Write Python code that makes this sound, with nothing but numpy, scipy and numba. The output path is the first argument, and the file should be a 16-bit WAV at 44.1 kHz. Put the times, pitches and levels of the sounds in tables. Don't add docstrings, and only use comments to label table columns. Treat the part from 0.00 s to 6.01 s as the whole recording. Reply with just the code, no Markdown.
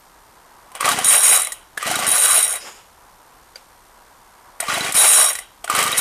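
import sys
import numpy as np
from scipy import signal
from scipy.fft import rfft, irfft
from scipy.io import wavfile
from scipy.ndimage import uniform_filter1d, minimum_filter1d
from numba import njit

SR = 44100
rng = np.random.default_rng(int(sys.argv[2]) if len(sys.argv) > 2 else 0)


def field_ratio(decibels):
    return 10 ** (np.asarray(decibels, dtype=float) / 20)


def inscribe(sig):
    pcm = np.round(np.clip(np.atleast_2d(sig).T, -1, 1) * 32767)
    wavfile.write(sys.argv[1], SR, pcm.astype(np.int16))


N = 264952

# [f/Hz, density/dB per Hz]
GARDEN_SPECTRUM = [(15, -33), (25, -1.5), (136, -14.5), (256, -14.5), (600, -11), (958, -4.5),
                   (2480, -20.5), (13800, -23.5)]
GARDEN_DB = -48.5
# [f/Hz, rms level/dB]
WHINE = [(960, -69), (8680, -74)]
SENSOR_FRAME_HZ = 66.056

# [t/s, level/dB]
PULLS = [
    [(.716, -49), (.738, -61), (.752, -32.5), (.794, -42.5), (.808, -23), (.838, -28), (.85, -21),
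     (1.01, -25), (1.042, -25.5)],
    [(1.773, -30), (1.789, -41), (1.817, -29), (1.841, -29), (1.867, -23.5), (2.023, -23.5), (2.055, -23),
     (2.066, -25)],
    [(4.601, -27), (4.635, -37), (4.661, -33.5), (4.697, -24), (4.893, -24.5), (4.931, -33), (4.942, -31)],
    [(5.641, -29), (5.671, -47), (5.695, -31.5), (5.703, -25), (5.787, -22.5), (5.945, -25), (5.965, -26)],
]
# [t/s, level/dB]
REWINDS = [
    [(1.042, -20.5), (1.138, -4.5), (1.21, -16), (1.28, -10), (1.322, -5), (1.41, -18.5), (1.51, -38.5),
     (1.64, -58), (1.66, -68)],
    [(2.066, -18), (2.183, -12.5), (2.207, -17.5), (2.24, -11.5), (2.29, -14.5), (2.371, -9),
     (2.565, -29.5), (2.589, -40), (2.64, -52)],
    [(4.942, -20), (4.961, -9), (5.04, -10), (5.09, -2.5), (5.201, -9.5), (5.323, -24), (5.343, -30),
     (5.437, -43.5), (5.5, -80)],
    [(5.965, -23), (5.977, -12.5), (6.008, -18.5)],
]
# [offset/dB, slope/dB per dB of drive, drift/dB per s]
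RUMBLE_LAW = [(0, 1.0, -0.5), (-14, 0.78, 1.5)]
RATTLE_LAW = [(-23, 0.97, 56), (0, 1.006, -1)]
GRIND_LAW = [(-3.5, 1.316, -0.5), (-17, .95, -13.5)]
HISS_LAW = [(-9, 1.3, .1), (-14, 0.99, .1)]

# [f/Hz, width/Hz, rumbling level/dB, knocked level/dB]
HOUSING = [(500, 190, -7, -12.5), (734, 250, -0.5, 1), (1170, 120, 0.5, 2), (1460, 180, 0, -6),
           (1920, 250, -0.5, 0.5), (2245, 510, -5.5, -8), (2930, 690, -5, -34)]
# [f/Hz, width/Hz, level/dB]
CUP = [(3845, 21, -12.5), (3970, 99, -13), (4750, 200, -26), (5625, 72, -11), (6760, 99, -9.5),
       (7715, 120, -8), (8918, 154, 1.5), (9190, 164, 0), (9830, 220, -3.5), (9976, 170, -3),
       (10470, 200, -19), (13580, 120, -17)]
# [f/Hz, width/Hz, depth/0-1]
REWIND_GAPS = [(3550, 200, .6), (4400, 450, 1), (5100, 350, .8), (6150, 450, .95), (7200, 250, .7),
               (11600, 500, .8)]
# [f/Hz, level/dB]
GRIND_SPECTRUM = [(200, -25), (1000, 7.5), (3300, 1), (4400, 5), (8500, 3), (10500, 1), (11400, -12),
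                  (14000, -26.5)]
# [f/Hz, level/dB]
FAN_SPECTRUM = [(6000, -35), (10300, -5), (11000, -8), (11500, -19), (12100, 2), (13500, 14), (14500, -6)]
# [f/Hz, level/dB]
TICK_SPECTRUM = [(1500, -13), (4000, -7), (6500, -3.5), (8000, 6), (10000, -0.5), (11400, -3.5),
                 (13500, -8)]

# [t/s, steel tick level/dB, housing knock level/dB, knock f/Hz]
CATCHES = [(0.7166, -35.5, -35, 1026), (0.7507, -22.5, -29.5, 1090), (0.8068, -12.5, -12.5, 1150),
           (0.8271, -34, -13, 1163), (1.044, -3.5, -30, 1210), (1.4696, -17, -22, 2170),
           (1.5193, -13.5, -26, 1920), (1.526, -23, -47, 1960), (1.7752, -16.5, -14, 1697),
           (1.8265, -16.5, -14, 1200), (2.0655, -9.5, -21, 1770), (2.5555, -17.5, -36, 1540),
           (4.6024, -9, -24, 1430), (4.6274, -29, -16.5, 678), (4.6374, -28, -25, 880),
           (4.683, -37, -17, 1170), (4.9217, -10.5, -37, 1850), (4.943, -14, -25, 1170),
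           (5.352, -12.5, -19, 1936), (5.3869, -18.5, -22.5, 2010), (5.6429, -18, -23, 673),
           (5.6765, -28, -18.5, 1460), (5.698, -11.5, -8, 1210), (5.7136, -30, -16, 1150),
           (5.7258, -26, -12, 1170), (5.9782, 2, -23, 1160)]
# [t/s, steel tick level/dB, housing knock level/dB, knock f/Hz]
KICKS = [(.8442, -24, -15.5, 1970), (.8548, -8.5, -11.5, 1145), (.8879, -5, -9, 1170),
         (.915, -12, -17, 1430), (.9266, -20, -16, 825), (.987, -14, -14, 736), (1.865, -17, -21, 1920),
         (1.8738, -17, -23, 674), (1.9032, -18, -27, 2160), (1.912, -12, -12.5, 734),
         (1.955, -9.5, -19, 1190), (1.9892, -11.5, -18.5, 740), (1.9964, -22, -27, 1390),
         (2.024, -20, -19, 730), (4.7, -33, -13.5, 1410), (4.7369, -19, -19, 1220),
         (4.7421, -23, -18.5, 1170), (4.7767, -17, -14, 670), (4.807, -23, -37, 1390),
         (4.8464, -20, -19.5, 690), (5.7491, -8.5, -9, 1200), (5.762, -13, -19, 1170),
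         (5.7889, -5.5, -10, 1200), (5.8025, -21, -21, 1690), (5.8262, -8, -18, 1260),
         (5.8381, -13, -19.5, 1200), (5.8629, -11.5, -17, 1200), (5.8759, -15, -29, 1150),
         (5.9153, -12.5, -29, 1810)]
CATCH_CLANG_OVER_TICK_DB, KICK_CLANG_DB = -22, -28
# [t/s, level/dB]
CLANGS = [
    (0.8447, -23),
    (.915, -19.5),
    (1.955, -19.5),
    (4.683, -24),
    (4.7427, -19.5),
    (4.806, -17.5),
    (4.8464, -23),
    (5.8759, -22),
    (5.9268, -13.5),
]
TEETH_PER_S, TOOTH_JITTER = 78, .3
SKIP_DB, SKIP_SLOPE, SKIP_SCATTER_DB, SKIP_STOP_DB = -1, 0.82, 3.5, -30.5

# [first stroke t/s, top speed/turns per s, driven for/s, strokes/count, level/dB]
CRANK = [
    (.8455, 31.74, .1187, 8, -26),
    (1.8618, 30.17, .1413, 8, -27),
    (4.6894, 26.04, .1535, 7, -25.5),
    (5.7393, 27.21, .1436, 7, -27),
]
LAG_SHARE, LAG_S, COAST_S = .333, .0166, .201
STROKE_DB, SLOWING_DB, STROKE_SCATTER_DB = 0, 12.0, 1.5

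# [t/s, level/dB]
SLIDE = [(2.57, -55), (2.596, -52), (2.61, -42.5), (2.69, -40.5), (2.872, -65), (2.88, -76), (2.9, -65)]
# [f/Hz, width/Hz, level/dB]
GUIDE = [(503, 270, -5.5), (1200, 900, -0.5), (2350, 1500, -1), (5000, 600, 3), (6700, 400, -1.5),
         (9000, 700, -18)]

SWITCH_S, SWITCH_DB = 3.557, -22
# [f/Hz, level/dB, t60/s]
SWITCH = [(530, -14.5, 0.055), (1510, -7.5, 0.023), (2160, -3, 0.013), (4720, 3.5, 0.018), (6150, -4, .012),
          (13000, -16.5, .008)]


def unit(x):
    return x / np.sqrt(np.mean(x ** 2))


@njit
def svf(x, hz, width_hz):
    y, b, l = np.empty(len(x)), 0., 0.
    g, k = np.tan(np.pi * hz / SR), width_hz / hz
    for i in range(len(x)):
        v = (b + g * (x[i] + 1e-18 - l)) / (1 + g * (g + k))
        b, l, y[i] = 2 * v - b, l + 2 * g * v, k * v
    return y


def walk(rate_hz):
    place = np.arange(N) * rate_hz / SR
    hold = int(SR / rate_hz)
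    held = rng.standard_normal(4000)[place.astype(int)]
    return 1.12 * uniform_filter1d(uniform_filter1d(held, hold), hold)


def colour(x, points):
    hz, db = np.transpose(points)
    f = np.fft.rfftfreq(N, 1 / SR) + 1
    return irfft(rfft(x) * field_ratio(np.interp(np.log(f), np.log(hz), db)), N)


def curve(rows):
    s, db = np.transpose(rows)
    return field_ratio(np.interp(np.arange(N) / SR, s, db, -140, -140))


def part(law):
    t, gain = np.arange(N) / SR, np.zeros(N)
    for tables, (offset_db, slope, drift_db_per_s) in zip((PULLS, REWINDS), law):
        for rows in tables:
            s, db = np.transpose(rows)
            on = (t >= s[0]) & (t < s[-1])
            drive_db = np.interp(t[on], s, db)
            gain[on] = field_ratio(offset_db + slope * drive_db + drift_db_per_s * (t[on] - s[0]))
    return gain


def impacts(rate_hz, spread_db):
    chance = rng.random((2, N))
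    size = field_ratio(-spread_db * np.log(chance[1] + 0.021))
    sign = np.sign(rng.standard_normal(N))
    return unit((chance[0] < rate_hz / SR) * size * sign)


def blows(times_s, levels_db, rise_s, decay_s):
    spikes = np.zeros(N)
    np.add.at(spikes, (np.array(times_s) * SR).astype(int), field_ratio(np.array(levels_db)))
    t = np.arange(SR // 20) / SR
    shape = np.minimum(t / rise_s, 1) * np.exp(-t / decay_s)
    return signal.fftconvolve(spikes, shape)[:N]


def ring(force, modes, column, patchy_db, rate_hz):
    out = np.zeros(N)
    for mode in modes:
        hz, width_hz = 1. * mode[0], 1. * mode[1]
        gain = field_ratio(mode[column] + patchy_db * walk(rate_hz)) / np.sqrt(width_hz)
        out += gain * svf(force, hz, width_hz)
    return out


def cup_ring(force, patchy_db, rate_hz):
    scale = 1 / np.std(ring(rng.standard_normal(N), CUP, column=2, patchy_db=0, rate_hz=30))
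    return scale * ring(force, CUP, 2, patchy_db, rate_hz)


def tones(times_s, hz, levels_db, t60_s):
    out, t = np.zeros(N + SR), np.arange(SR // 10) / SR
    shape = np.minimum(t / 0.0017, 1) * np.exp(-np.log(1000) * t / t60_s)
    for s, f, db in zip(times_s, hz, levels_db):
        start = int(s * SR)
        out[start:start + len(t)] += field_ratio(db) * shape * np.sin(2 * np.pi * f * t)
    return out[:N]


def garden():
    t = np.arange(N) / SR
    air = unit(colour(rng.standard_normal(N), GARDEN_SPECTRUM))
    traffic = svf(air, 890.0, 1230.0)
    swell = field_ratio(1.5 * walk(3.14) + 1.0 * walk(16)) - 1
    read_out = np.exp(3.5 * (np.cos(2 * np.pi * SENSOR_FRAME_HZ * t - .8) - 1))
    dips = np.minimum(.75 * read_out, .48)
    hiss = colour(air, [(1500, -40), (2500, 0), (14000, 0)])
    whine = np.zeros(N)
    for hz, db in WHINE:
        whine += field_ratio(db + 5.5 + 2.5 * walk(4.1)) * np.sin(2 * np.pi * hz * t + 0.45 * walk(20))
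    return field_ratio(GARDEN_DB) * (air - dips * hiss + traffic * swell) + whine


def rumble(bounce):
    force = impacts(2200, 2.24) * np.sqrt(bounce)
    body = ring(force, HOUSING, column=2, patchy_db=4.5, rate_hz=40)
    body = colour(body, [(60, -11.0), (130, -12), (300, -10.5), (550, 1.0), (3300, 2), (4300, -32.0)])
    return field_ratio(-0.5) * part(RUMBLE_LAW) * unit(body)


def rattle(bounce, skips, after):
    drive = field_ratio(-2.5) * bounce * part(RATTLE_LAW) + skips + field_ratio(-16) * after
    return field_ratio(-1.5) * cup_ring(impacts(5000, 1.0) * drive, patchy_db=3.0, rate_hz=45)


def grind(bounce):
    return field_ratio(7.0) * unit(colour(impacts(6000, 4.6), GRIND_SPECTRUM)) * np.sqrt(bounce) * part(GRIND_LAW)


def hiss(bounce, skips, after):
    drive = np.sqrt(bounce) * part(HISS_LAW) + field_ratio(-20) * after + field_ratio(-16.5) * skips
    return field_ratio(-3.0) * unit(colour(impacts(6000, 2.2), FAN_SPECTRUM)) * drive


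def shake():
    judder = svf(svf(rng.standard_normal(N), 90., 118.0), 90., 118.0)
    return field_ratio(-43.0) * part(RATTLE_LAW) * unit(judder)


def ticks(s, tick_db):
    burst = rng.standard_normal(N) * blows(s, tick_db, .002, .004)
    return field_ratio(-1) * colour(burst, TICK_SPECTRUM) + field_ratio(-12) * cup_ring(burst, patchy_db=2.5, rate_hz=52)


def knocks(s, knock_db, knock_hz):
    burst = rng.standard_normal(N) * blows(s, knock_db, 0.0016, 0.0041)
    body = ring(burst, HOUSING, column=3, patchy_db=3.0, rate_hz=69)
    return field_ratio(28.5) * body + tones(s, knock_hz, knock_db + 1.0, 0.039)


def clangs(s, tick_db):
    is_catch = np.arange(len(s)) < len(CATCHES)
    db = np.where(is_catch, tick_db + CATCH_CLANG_OVER_TICK_DB, KICK_CLANG_DB)
    hard_s, hard_db = np.transpose(CLANGS)
    hz = 3880 + 70 * rng.standard_normal(len(s))
    hard_hz = 3880 + 70 * rng.standard_normal(len(hard_s))
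    return tones(s, hz, db + 1.0, 0.047) + tones(hard_s, hard_hz, hard_db + 1.5, 0.056)


def teeth():
    jitter, scatter = rng.standard_normal((2, 800))
    s = np.cumsum(np.exp(TOOTH_JITTER * jitter) / TEETH_PER_S)
    drives_db = [np.interp(s, *np.transpose(rows), -140, -140) for rows in REWINDS]
    drive_db = np.max(drives_db, axis=0)
    db = SKIP_DB + SKIP_SLOPE * drive_db + SKIP_SCATTER_DB * scatter
    on = drive_db > SKIP_STOP_DB
    return s[on], db[on]


def hollow(x, share):
    for hz, width_hz, depth in REWIND_GAPS:
        cut = np.clip(depth * (.85 + .3 * walk(14)), 0, .98)
        x = x - share * cut * svf(x, 1. * hz, 1. * width_hz)
    return x


def starter():
    s, tick_db, knock_db, knock_hz = np.transpose(CATCHES + KICKS)
    after = blows(s, tick_db, 0.0012, 0.01)
    bounce = unit(field_ratio(1.55 * walk(130) + 2.9 * walk(30)))
    skips = field_ratio(1.0) * blows(*teeth(), 0.0018, 0.0044)
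    rewinding = uniform_filter1d(np.minimum(skips * 20, 1), size=800)
    rubbing = rumble(bounce) + rattle(bounce, skips, after) + grind(bounce) + hiss(bounce, skips, after)
    hits = ticks(s, tick_db) + knocks(s, knock_db, knock_hz) + clangs(s, tick_db)
    return hollow(rubbing + hits, rewinding) + shake()


def strokes():
    age, rows = np.arange(SR) / SR, []
    for first_s, top_hz, driven_s, count, db in CRANK:
        coast = np.exp(-np.maximum(age - driven_s, 0) / COAST_S)
        speed_hz = top_hz * (1 - LAG_SHARE * np.exp(-age / LAG_S)) * coast
        turns = np.cumsum(speed_hz) / SR
        at = np.interp(np.arange(count), turns, age)
        slowing_db = SLOWING_DB * np.log10(np.interp(at, age, coast))
        rows.append([first_s + at, db + STROKE_DB + slowing_db])
    s, db = np.hstack(rows)
    return s, db + STROKE_SCATTER_DB * rng.standard_normal(len(s))


def piston():
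    t = np.arange(-400, 401) / SR
    wave = np.exp(-(t / 0.0026) ** 2) * np.cos(2 * np.pi * 200 * t + 0.71)
    s, db = strokes()
    spikes = np.zeros(N)
    spikes[(s * SR).astype(int)] = field_ratio(db - 4.0)
    puffs = np.convolve(spikes, wave, "same")
    boom = field_ratio(2.5) * svf(puffs, 110.0, 35.0)
    breath = unit(svf(svf(rng.standard_normal(N), 290.0, 300.0), 290.0, 300.0))
    return puffs + boom + blows(s - .004, db - 10.0, 0.0057, 0.029) * breath


def rope():
    scrape = ring(impacts(8000, 1.6), GUIDE, column=2, patchy_db=4.0, rate_hz=29)
    return field_ratio(4.0) * curve(SLIDE) * unit(scrape)


def switch():
    t = np.maximum(np.arange(N) / SR - SWITCH_S, 0)
    modes = np.zeros(N)
    for hz, db, t60_s in SWITCH:
        modes += field_ratio(db) * np.exp(-np.log(1000) * t / t60_s) * np.sin(2 * np.pi * hz * t)
    scuff_gain = np.exp(-t / 0.005) * field_ratio(-8) + np.exp(-t / 0.045) * field_ratio(-19)
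    scuff = svf(rng.standard_normal(N), 2200.0, 4400.0) * scuff_gain
    return field_ratio(SWITCH_DB) * (modes + scuff) * np.minimum(t / 0.0026, 1)


def echo(x):
    t = np.arange(SR // 4) / SR
    tail = rng.standard_normal(len(t)) * np.exp(-t / 0.03) * (t > .006)
    tail += field_ratio(-6.5) * svf(tail * np.exp(t / 0.036), 3070.0, 470.0)
    return field_ratio(-13.5) * signal.fftconvolve(x, tail / np.sqrt(np.sum(tail ** 2)))[:N]


def scene():
    machine = starter() + piston() + rope()
    return (garden() + machine + echo(machine) + switch())[None]


def low_pass(x):
    return signal.sosfilt(signal.butter(12, 15320, fs=SR, output="sos"), x)


def record(dry):
    room = minimum_filter1d(np.minimum(.77 / (np.abs(dry[0]) + 1e-9), 1), size=121)
    held = dry[0] * uniform_filter1d(room, size=121)
    cut = colour(held, [(13930, 0), (14060, -60)])
    return low_pass(np.clip(cut, -.73, .73))


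dry = scene()
out = record(dry)
inscribe(out)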